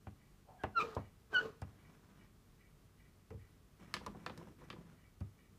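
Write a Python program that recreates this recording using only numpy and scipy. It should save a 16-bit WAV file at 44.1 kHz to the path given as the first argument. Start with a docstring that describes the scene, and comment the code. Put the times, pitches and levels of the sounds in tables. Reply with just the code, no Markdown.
"""A quiet room, close to an old keyboard instrument: a hand pushes a wooden lever under the keys.
The dry pivot sticks and slips, so it drags, groans and gives two clear squeaks after a faint one.
The lever knocks on its stops and the hollow case booms; later loose wooden parts clack.
Underneath lie a soft rustle of movement, the room's rumble, a low hum and a faint regular rattle."""
import sys
import numpy as np
from scipy import signal
from scipy.fft import rfft, irfft
from scipy.io import wavfile

SR = 44100
rng = np.random.default_rng(int(sys.argv[2]) if len(sys.argv) > 2 else 0)


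def master(y):
    """Save y as 16-bit WAV."""
    cut = np.clip(np.atleast_2d(y).T, -1, 1)
    pcm = np.round(cut * 32767)  # scale
    wavfile.write(sys.argv[1], SR, pcm.astype(np.int16))


N = 246078
T = np.arange(N) / SR


def undb(db):
    """Decibels to gain."""
    return 10 ** (np.asarray(db) / 20)


def unit(x, size=None):
    """Scale so that the first size samples (all by default) have rms 1."""
    return x / np.sqrt(np.mean(x[:size] ** 2) + 1e-30)


def colour(x, points):
    """EQ through points of (frequency [Hz], gain [dB]), then scale to rms 1."""
    hz, db = np.transpose(points)
    bins_hz = np.maximum(np.fft.rfftfreq(N, 1 / SR), 1)
    curve_db = np.interp(np.log(bins_hz), np.log(hz), db)
    return unit(irfft(rfft(x) * undb(curve_db), N))


def band(x, low_hz, high_hz, order=3):
    """Butterworth band-pass."""
    edges_hz = [low_hz, min(high_hz, SR / 2 - 1000)]
    return signal.sosfilt(signal.butter(order, edges_hz, "band", fs=SR, output="sos"), x)


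def resonate(x, hz, width_hz):
    """One resonance, gain 1 at its centre."""
    return signal.lfilter(*signal.iirpeak(hz, hz / width_hz, fs=SR), x)


def noise(size=N):
    """White noise."""
    return rng.standard_normal(size)


def walk(rate):
    """A random drift of rms 1 that turns rate times a second."""
    return unit(np.interp(T * rate, np.arange(N), noise()))


def grains(rate, spread_db):
    """Tiny clicks of uneven size at random moments, about rate a second."""
    return (rng.random(N) < rate / SR) * rng.choice([-1, 1], N) * undb(spread_db * noise())


def add(out, s, x):
    """Mix x in at time s."""
    i = max(int(s * SR), 0)
    out[i:i + len(x)] += x[:N - i]


def fade(t, t60):
    """Exponential ring-down, 60 dB in t60 seconds."""
    return np.exp(-np.log(1000) * t / t60)


def envelope(s, length_s, attack_s, t60):
    """A movement starts at s, lasts length_s and rings down."""
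    return np.clip((T - s) / attack_s, 0, 1) ** 2 * fade(np.maximum(T - s - length_s, 0), t60)


def step(s, time_s):
    """A smooth rise from 0 to 1 that is half way at s."""
    return .5 + .5 * np.tanh((T - s) / (2 * time_s))


def room(x, wet_db):
    """A small furnished room adds a soft, short tail whose treble dies first."""
    t = T[:SR]
    lows = band(noise(SR), 52, 1600) * fade(t, t60=.33)
    highs = band(noise(SR), 1600, 14000) * fade(t, t60=.22)
    tail = (lows + undb(6.5) * highs) * np.clip(t / .013, 0, 1)
    tail /= np.sqrt(np.mean(np.abs(rfft(tail)[200:1800]) ** 2))  # unity gain over 200-1800 Hz
    return x + undb(wet_db) * signal.fftconvolve(x, tail)[:N]


def room_tone(rumble_db=-65.5):
    """A bed of rumble and a low hum, both wavering slightly in level."""
    # spectrum of the rumble: (frequency [Hz], gain [dB])
    rumble_eq = [(18, -43), (30, -7), (56, -3.5), (77, -8.5), (192, -10), (332, -18.5), (455, -19),
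                 (492, -24.5), (830, -27.5), (921, -28.5), (1200, -26), (1510, -30), (2690, -34),
                 (15500, -41)]
    # harmonics of the hum: (frequency [Hz], level [dB])
    harmonics = [(49, -81.5), (98, -73), (147, -76)]
    rumble = colour(noise(), rumble_eq) * undb(rumble_db + .33 * walk(28))
    hum = sum(np.sqrt(2) * undb(db + walk(1.7)) * np.sin(2 * np.pi * hz * T) for hz, db in harmonics)
    return rumble + hum


def rattle(level_db=-75, first_s=.212, period_s=.399, gap_s=.048, width_s=.014):
    """Faint paired bursts of ringing contacts come round regularly, like something turning further off."""
    # resonances of the rattle: (frequency [Hz], width [Hz], gain [dB])
    peaks = [(1360, 35, -18), (1620, 88, -14.5), (1940, 130, -4), (2256, 84, -5.5), (2900, 24, -9.5)]
    offset_s = (T - first_s + period_s / 2) % period_s - period_s / 2
    bursts = sum(np.exp(-((offset_s - lag_s) / width_s) ** 2 / 2) for lag_s in (0, gap_s))
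    contacts = grains(500, spread_db=4)
    ring = sum(undb(db) * resonate(resonate(contacts, hz, width_hz), hz, 4 * width_hz)
               for hz, width_hz, db in peaks)
    return undb(level_db) * bursts * unit(ring)


def rustle():
    """A soft, low, lumpy rustle of movement at the instrument."""
    # stretches of rustling: (time [s], length [s], level [dB])
    stretches = [(1.652, 0.6, -67.5), (2.445, 0.2, -84), (3.786, .71, -61.5), (4.57, 0.083, -61.5),
                 (4.673, 0.28, -67)]
    # spectrum of the rustle: (frequency [Hz], gain [dB])
    rustle_eq = [(41, -56), (70, -4.5), (184, 7.5), (353, -2), (605, -8.5), (692, -8.5), (926, -11),
                 (991, -7), (1550, -11), (4260, -25), (4670, -43), (5100, -24), (15000, -38.5)]
    level = sum(undb(db) * envelope(s, length_s, attack_s=.016, t60=.15) for s, length_s, db in stretches)
    texture = colour(grains(3000, spread_db=3.5), rustle_eq)
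    return level * texture * undb(2 * walk(60))


def hand_slide(level_db=-60.5):
    """The hand slides on the wood: a brief brush of midrange noise."""
    brush = unit(resonate(resonate(noise(), 790, width_hz=220), 640, width_hz=340))
    return undb(level_db) * envelope(.46, length_s=.029, attack_s=.029, t60=.89) * brush


def wood_ticks():
    """Very short, bright wooden ticks, most on the attack of a knock or clack."""
    # ticks: (time [s], level [dB])
    ticks = [(0.95, -57.5), (1.343, -57.5), (1.617, -59), (3.304, -71), (3.9408, -45), (4.063, -51),
             (4.376, -58.5), (5.205, -68)]
    out, t = np.zeros(N), T[:SR // 20]
    for s, db in ticks:
        tick = band(noise(len(t)) * fade(t, t60=.029), 4000, 6500, order=1)
        add(out, s, undb(db) * unit(tick, size=130))
    return out


def blows(hits, modes, registers, tick_db, dull_hz, favour_db):
    """Wood on wood: a contact pulse, the main modes and a dense wash of weaker ones, mixed by register."""
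    strong_db, tick_growth = -53, .81  # the tick's extra dB for each dB of crack above strong_db
    detune, favour_width = .014, .15  # both in natural-log frequency
    out, t = np.zeros(N), T[:SR // 3]
    pulse, attack = signal.unit_impulse(len(t)), SR // 50
    for s, knock_db, boom_db, hardness_db, favoured_hz in hits:
        # a harder contact raises the crack; a stronger one is also shorter, so its tick grows faster
        crack_db = knock_db + hardness_db
        bite_db = tick_growth * max(crack_db - strong_db, 0)
        drives_db = knock_db, boom_db, crack_db, crack_db + tick_db + bite_db
        ring = np.zeros(len(t))
        for hz, db, t60 in modes:
            # the point of contact favours the modes around one pitch; all start in step
            nearness = np.exp(-(np.log(hz / favoured_hz) / favour_width) ** 2)
            detuned_hz = hz * (1 + detune * rng.standard_normal())
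            ring += undb(db + favour_db * nearness) * fade(t, t60) * np.sin(2 * np.pi * detuned_hz * t)
        for drive_db, register in zip(drives_db, registers):
            low_hz, high_hz, t60, wash_db, contact_db, trim_db, lag_s = register
            burst = noise(len(t)) * fade(t, t60)
            dulled = [band(x, 30, dull_hz, order=2) for x in (burst, pulse)]
            tone, wash, contact = (unit(band(x, low_hz, high_hz), attack) for x in (ring, *dulled))
            layer = unit(tone + undb(wash_db) * wash + undb(contact_db) * contact, attack)
            add(out, s + lag_s, undb(drive_db + trim_db) * layer)
    return out


def loose_clacks(bounce_db=-6.5, bounce_hardness_db=-4):
    """Loose wooden parts clack; some bounce and land again with a weaker knock and a softer edge."""
    # impacts, levels before the register trims:
    # (time [s], knock [dB], boom [dB], hardness [dB], favoured pitch [Hz], bounce delay [s] or 0)
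    impacts = [(3.94, -42.5, -45, 1.5, 1180, 0.026), (4.01, -50.5, -77, -31, 1020, 0.0043),
               (4.063, -41.5, -58, -14, 1130, 0.00091), (4.068, -40.5, -45, -25, 1010, 0.0036),
               (4.148, -49.5, -44, -39, 730, 0), (4.263, -38, -47, -9.5, 1310, 0.034),
               (4.376, -52, -43.5, -16, 670, 0), (4.412, -50, -53, -37, 980, 0.0016),
               (4.471, -56.5, -51, -37, 1029, 0.0023), (4.617, -52, -58, -33, 626, 0),
               (4.702, -49.5, -45.5, -1, 1222, 0.026), (4.762, -54, -54, -26, 1000, 0),
               (4.782, -60, -45, -24, 169.8, 0)]
    # modes of the loose parts: (frequency [Hz], gain [dB], t60 [s])
    modes = [(170.2, 7.5, 0.48), (204.9, 14, 0.25), (351.7, 5, 0.27), (505, 6.5, 0.1), (766, -12, 0.11),
             (1001, 4, 0.059), (1193, 6, 0.02), (1346, -8, .1), (1465, -3, 0.068), (1726, 6.5, 0.086),
             (1800, 10.5, 0.022), (2520, -24, 0.054), (3120, -26, 0.051), (2980, -19, 0.039),
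             (4050, 2, 0.029), (4530, 7, 0.014), (4860, -2, 0.035), (6430, -27, 0.013)]
    # knock, boom, crack and tick registers:
    # (low [Hz], high [Hz], wash t60 [s], wash [dB], contact pulse [dB], trim [dB], lag [s])
    registers = [(317, 1120, 0.088, -0.5, -42, -8.5, 0.00045), (51.7, 354, 0.38, -1, -32, -8.5, 0.0035),
                 (1140, 3460, 0.066, 2.5, -4, -1, 0.00039), (3300, 25000, 0.075, -9.5, -38, -14, 0.000072)]
    hits = []
    for s, knock_db, boom_db, hardness_db, hz, delay_s in impacts:
        hits.append((s, knock_db, boom_db, hardness_db, hz))
        if delay_s > 0:
            hits.append((s + delay_s, knock_db + bounce_db, boom_db, hardness_db + bounce_hardness_db, hz))
    return blows(hits, modes, registers, tick_db=.5, dull_hz=6000, favour_db=18.5)


def lever_knocks():
    """The lever meets its stops and sets its panel and the hollow case ringing."""
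    # hits on the stops, levels before the register trims:
    # (time [s], knock [dB], boom [dB], hardness [dB], favoured pitch [Hz])
    hits = [(0.069, -45.5, -47.5, -16.5, 755), (0.636, -27.5, -45, -16.5, 804),
            (0.965, -29, -40.5, -38, 600), (1.328, -42, -72, -18.5, 780), (1.619, -41.5, -43, -16, 703),
            (3.305, -55, -52, -10, 388), (3.345, -65, -50, -20, 83), (5.208, -50.5, -40.5, -15.5, 100)]
    # modes of the panel and case: (frequency [Hz], gain [dB], t60 [s])
    modes = [(80, -10, .26), (98, 0, .24), (124, -1, .17), (158, -9, .18), (207, -8, .24), (263, -15, .2),
             (310, -9, .15), (381, -10, .15), (447, -12, .11), (483, -12, .15), (560, -9, .1),
             (602, -5, .08), (661, -6, .08), (772, -1, .06), (884, -5, .06), (962, -8, .09),
             (1095, -11, .13), (1262, -8, .07), (1460, -6, .035), (1630, -13, .07), (1968, -14, .07),
             (2402, -19, .07), (2700, -20, .05)]
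    # knock, boom, crack and tick registers:
    # (low [Hz], high [Hz], wash t60 [s], wash [dB], contact pulse [dB], trim [dB], lag [s])
    registers = [(262.5, 1040, 0.089, 1, -18.5, -9.5, 0.0012), (65, 280, .2, -13, -16, 1, .003),
                 (1110, 2720, 0.079, -6, -13, 0, 0.00054), (3460, 14000, 0.049, -3.5, -20, -2.5, 0.00013)]
    return blows(hits, modes, registers, tick_db=-24.5, dull_hz=5960, favour_db=6)


def pivot_drag(groan_hz=443, groan_under_scrape_db=-3):
    """Irregular slips scrape the dry pivot and make the lever groan at its bending resonance."""
    # strokes of the lever: (time [s], length [s], level [dB], easing [dB/s])
    strokes = [(0.742, 0.25, -43, 76.5), (1.288, 0.17, -49.5, 17)]
    # spectrum of the scrape: (frequency [Hz], gain [dB])
    scrape_eq = [(350, -25), (600, 0), (988, 1.5), (1230, 5.5), (1360, -2.5), (1630, -5), (1890, -8),
                 (2220, -15), (2430, -11), (3500, -16), (3950, -13.5), (5320, -20.5), (7350, -24),
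                 (8520, -32), (15000, -33)]
    # shudders where the lever binds: (time [s], length [s], level [dB])
    shudders = [(0.815, 0.011, -45.5), (0.86, 0.026, -56), (1.406, 0.0069, -49), (1.45, 0.022, -50),
                (3.305, 0.036, -55)]
    slips = grains(6000, spread_db=2.5)
    scrape = colour(slips, scrape_eq)
    phase = 2 * np.pi * np.cumsum(groan_hz * (1 + .0679 * walk(300))) / SR
    tone = np.sqrt(2) * np.sin(phase) * undb(2.6 * walk(120))
    grit = unit(band(slips, 77, 480, order=2))
    groan = unit(tone + undb(-4) * grit)
    friction = sum(envelope(s, length_s, attack_s=.054, t60=.31)
                   * undb(db - easing * np.clip(T - s, 0, length_s))
                   for s, length_s, db, easing in strokes)
    binding = sum(undb(db) * envelope(s, length_s, attack_s=.0048, t60=.2) for s, length_s, db in shudders)
    return friction * scrape + (undb(groan_under_scrape_db) * friction + binding) * groan


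def squeak(s, even_s, settled_hz, rasp_hz, even_db, rasp_db, rasp_overtone_db):
    """Stick-slip: a clear tone while the pivot slips evenly, a rasp once it starts to catch."""
    # resonances of the lever: (frequency [Hz], width [Hz], gain [dB])
    peaks = [(2383, 168.5, 0), (3044, 440, -1.5), (3967, 150, -1), (4300, 410, -6), (5520, 950, -11),
             (7240, 640, -21.5)]
    # instants where the slip stalls: (time [s], amplitude lost [0-1], pitch lost [0-1])
    stalls = [(.7965, 0.6, 0.0026), (0.809, 0.02, .04), (1.377, 0.64, 0.014)]
    sharp_share, settle_s = .05, .024  # starts sharp and sinks as the pressure grows
    rasp_s, chatter_db = .022, -15
    dip_s, sag_s = .0038, .0099  # after a stall the level recovers sooner than the pitch
    jitter, flutter_db = .053, 4  # pitch and level wobble at roughness 1
    swell, caught = step(s, .0053), step(s + even_s, .0033)

    def morph(even, rasp):
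        """Glide from the even slip to the rasp as the pivot catches."""
        return even + caught * (rasp - even)

    even_hz = settled_hz * (1 + sharp_share * np.exp(np.minimum((s - T) / settle_s, 2)))
    hz = morph(even_hz, rasp_hz)
    roughness = morph(.05, .84)
    rolloff_db = morph(6.5, 2.5)  # per overtone
    overtone_db = morph(-14 - 14.5 * (1 - swell), rasp_overtone_db)  # brightens as it swells
    swing = swell * fade(np.maximum(T - s - even_s - rasp_s, 0), t60=.088)
    for stall_s, dip, sag in stalls:
        swing *= 1 - dip * np.exp(-((T - stall_s) / dip_s) ** 2)
        hz *= 1 - sag * np.exp(-((T - stall_s) / sag_s) ** 2)
    wobble = 1 + jitter * roughness * walk(900) + .0045 * walk(250)
    phase = 2 * np.pi * np.cumsum(hz * wobble) / SR
    tone = np.sin(phase)
    for k in range(2, 7):
        # each sudden release adds overtones, which swell as they glide through the resonances
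        lift = sum(undb(db) / (1 + (2 * (k * hz - peak_hz) / width_hz) ** 2)
                   for peak_hz, width_hz, db in peaks)
        shimmer_db = 2 * walk(200)
        tone += undb(overtone_db - rolloff_db * (k - 3) + shimmer_db) * lift * 2 / k * np.sin(k * phase)
    # the catching slips ring the same resonances
    slips = grains(4000, spread_db=3)
    chatter = unit(sum(undb(db / 2) * resonate(resonate(slips, peak_hz, width_hz), peak_hz, 2 * width_hz)
                       for peak_hz, width_hz, db in peaks))
    tone += caught * undb(overtone_db + chatter_db) * chatter
    level_db = morph(even_db, rasp_db) + flutter_db * roughness * walk(450)
    return np.sqrt(2) * swing * undb(level_db) * tone


def pivot_squeaks():
    """The dry pivot sings under the push: one faint chirp, then two loud squeaks."""
    # stick-slip events: (time [s], even slip length [s], settled pitch [Hz], rasp pitch [Hz],
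    # even level [dB], rasp level [dB], rasp overtone gain [dB])
    events = [(0.601, 0.0093, 1540, 1596, -56.5, -66.5, -20), (0.766, .03, 1323, 1241, -28.5, -37, -5),
              (1.346, 0.049, 1460, 1477, -28.5, -45, -19)]
    return sum(squeak(*event) for event in events)


def scene():
    """The lever and the case sound into the room, in mono; the close pivot is drier than the far rattle."""
    close = pivot_squeaks() + pivot_drag() + wood_ticks()
    knocks, clacks = lever_knocks(), loose_clacks()
    instrument = room(close, wet_db=-20) + room(knocks, wet_db=-15) + room(clacks, wet_db=-14)
    far_rattle = room(rattle(), wet_db=-6)
    return (instrument + far_rattle + rustle() + hand_slide() + room_tone())[None]


def record(dry):
    """A steep low-pass takes off the air above 15.3 kHz."""
    return signal.sosfilt(signal.ellip(10, .2, 70, 15300, fs=SR, output="sos"), dry)


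dry = scene()
out = record(dry)
master(out)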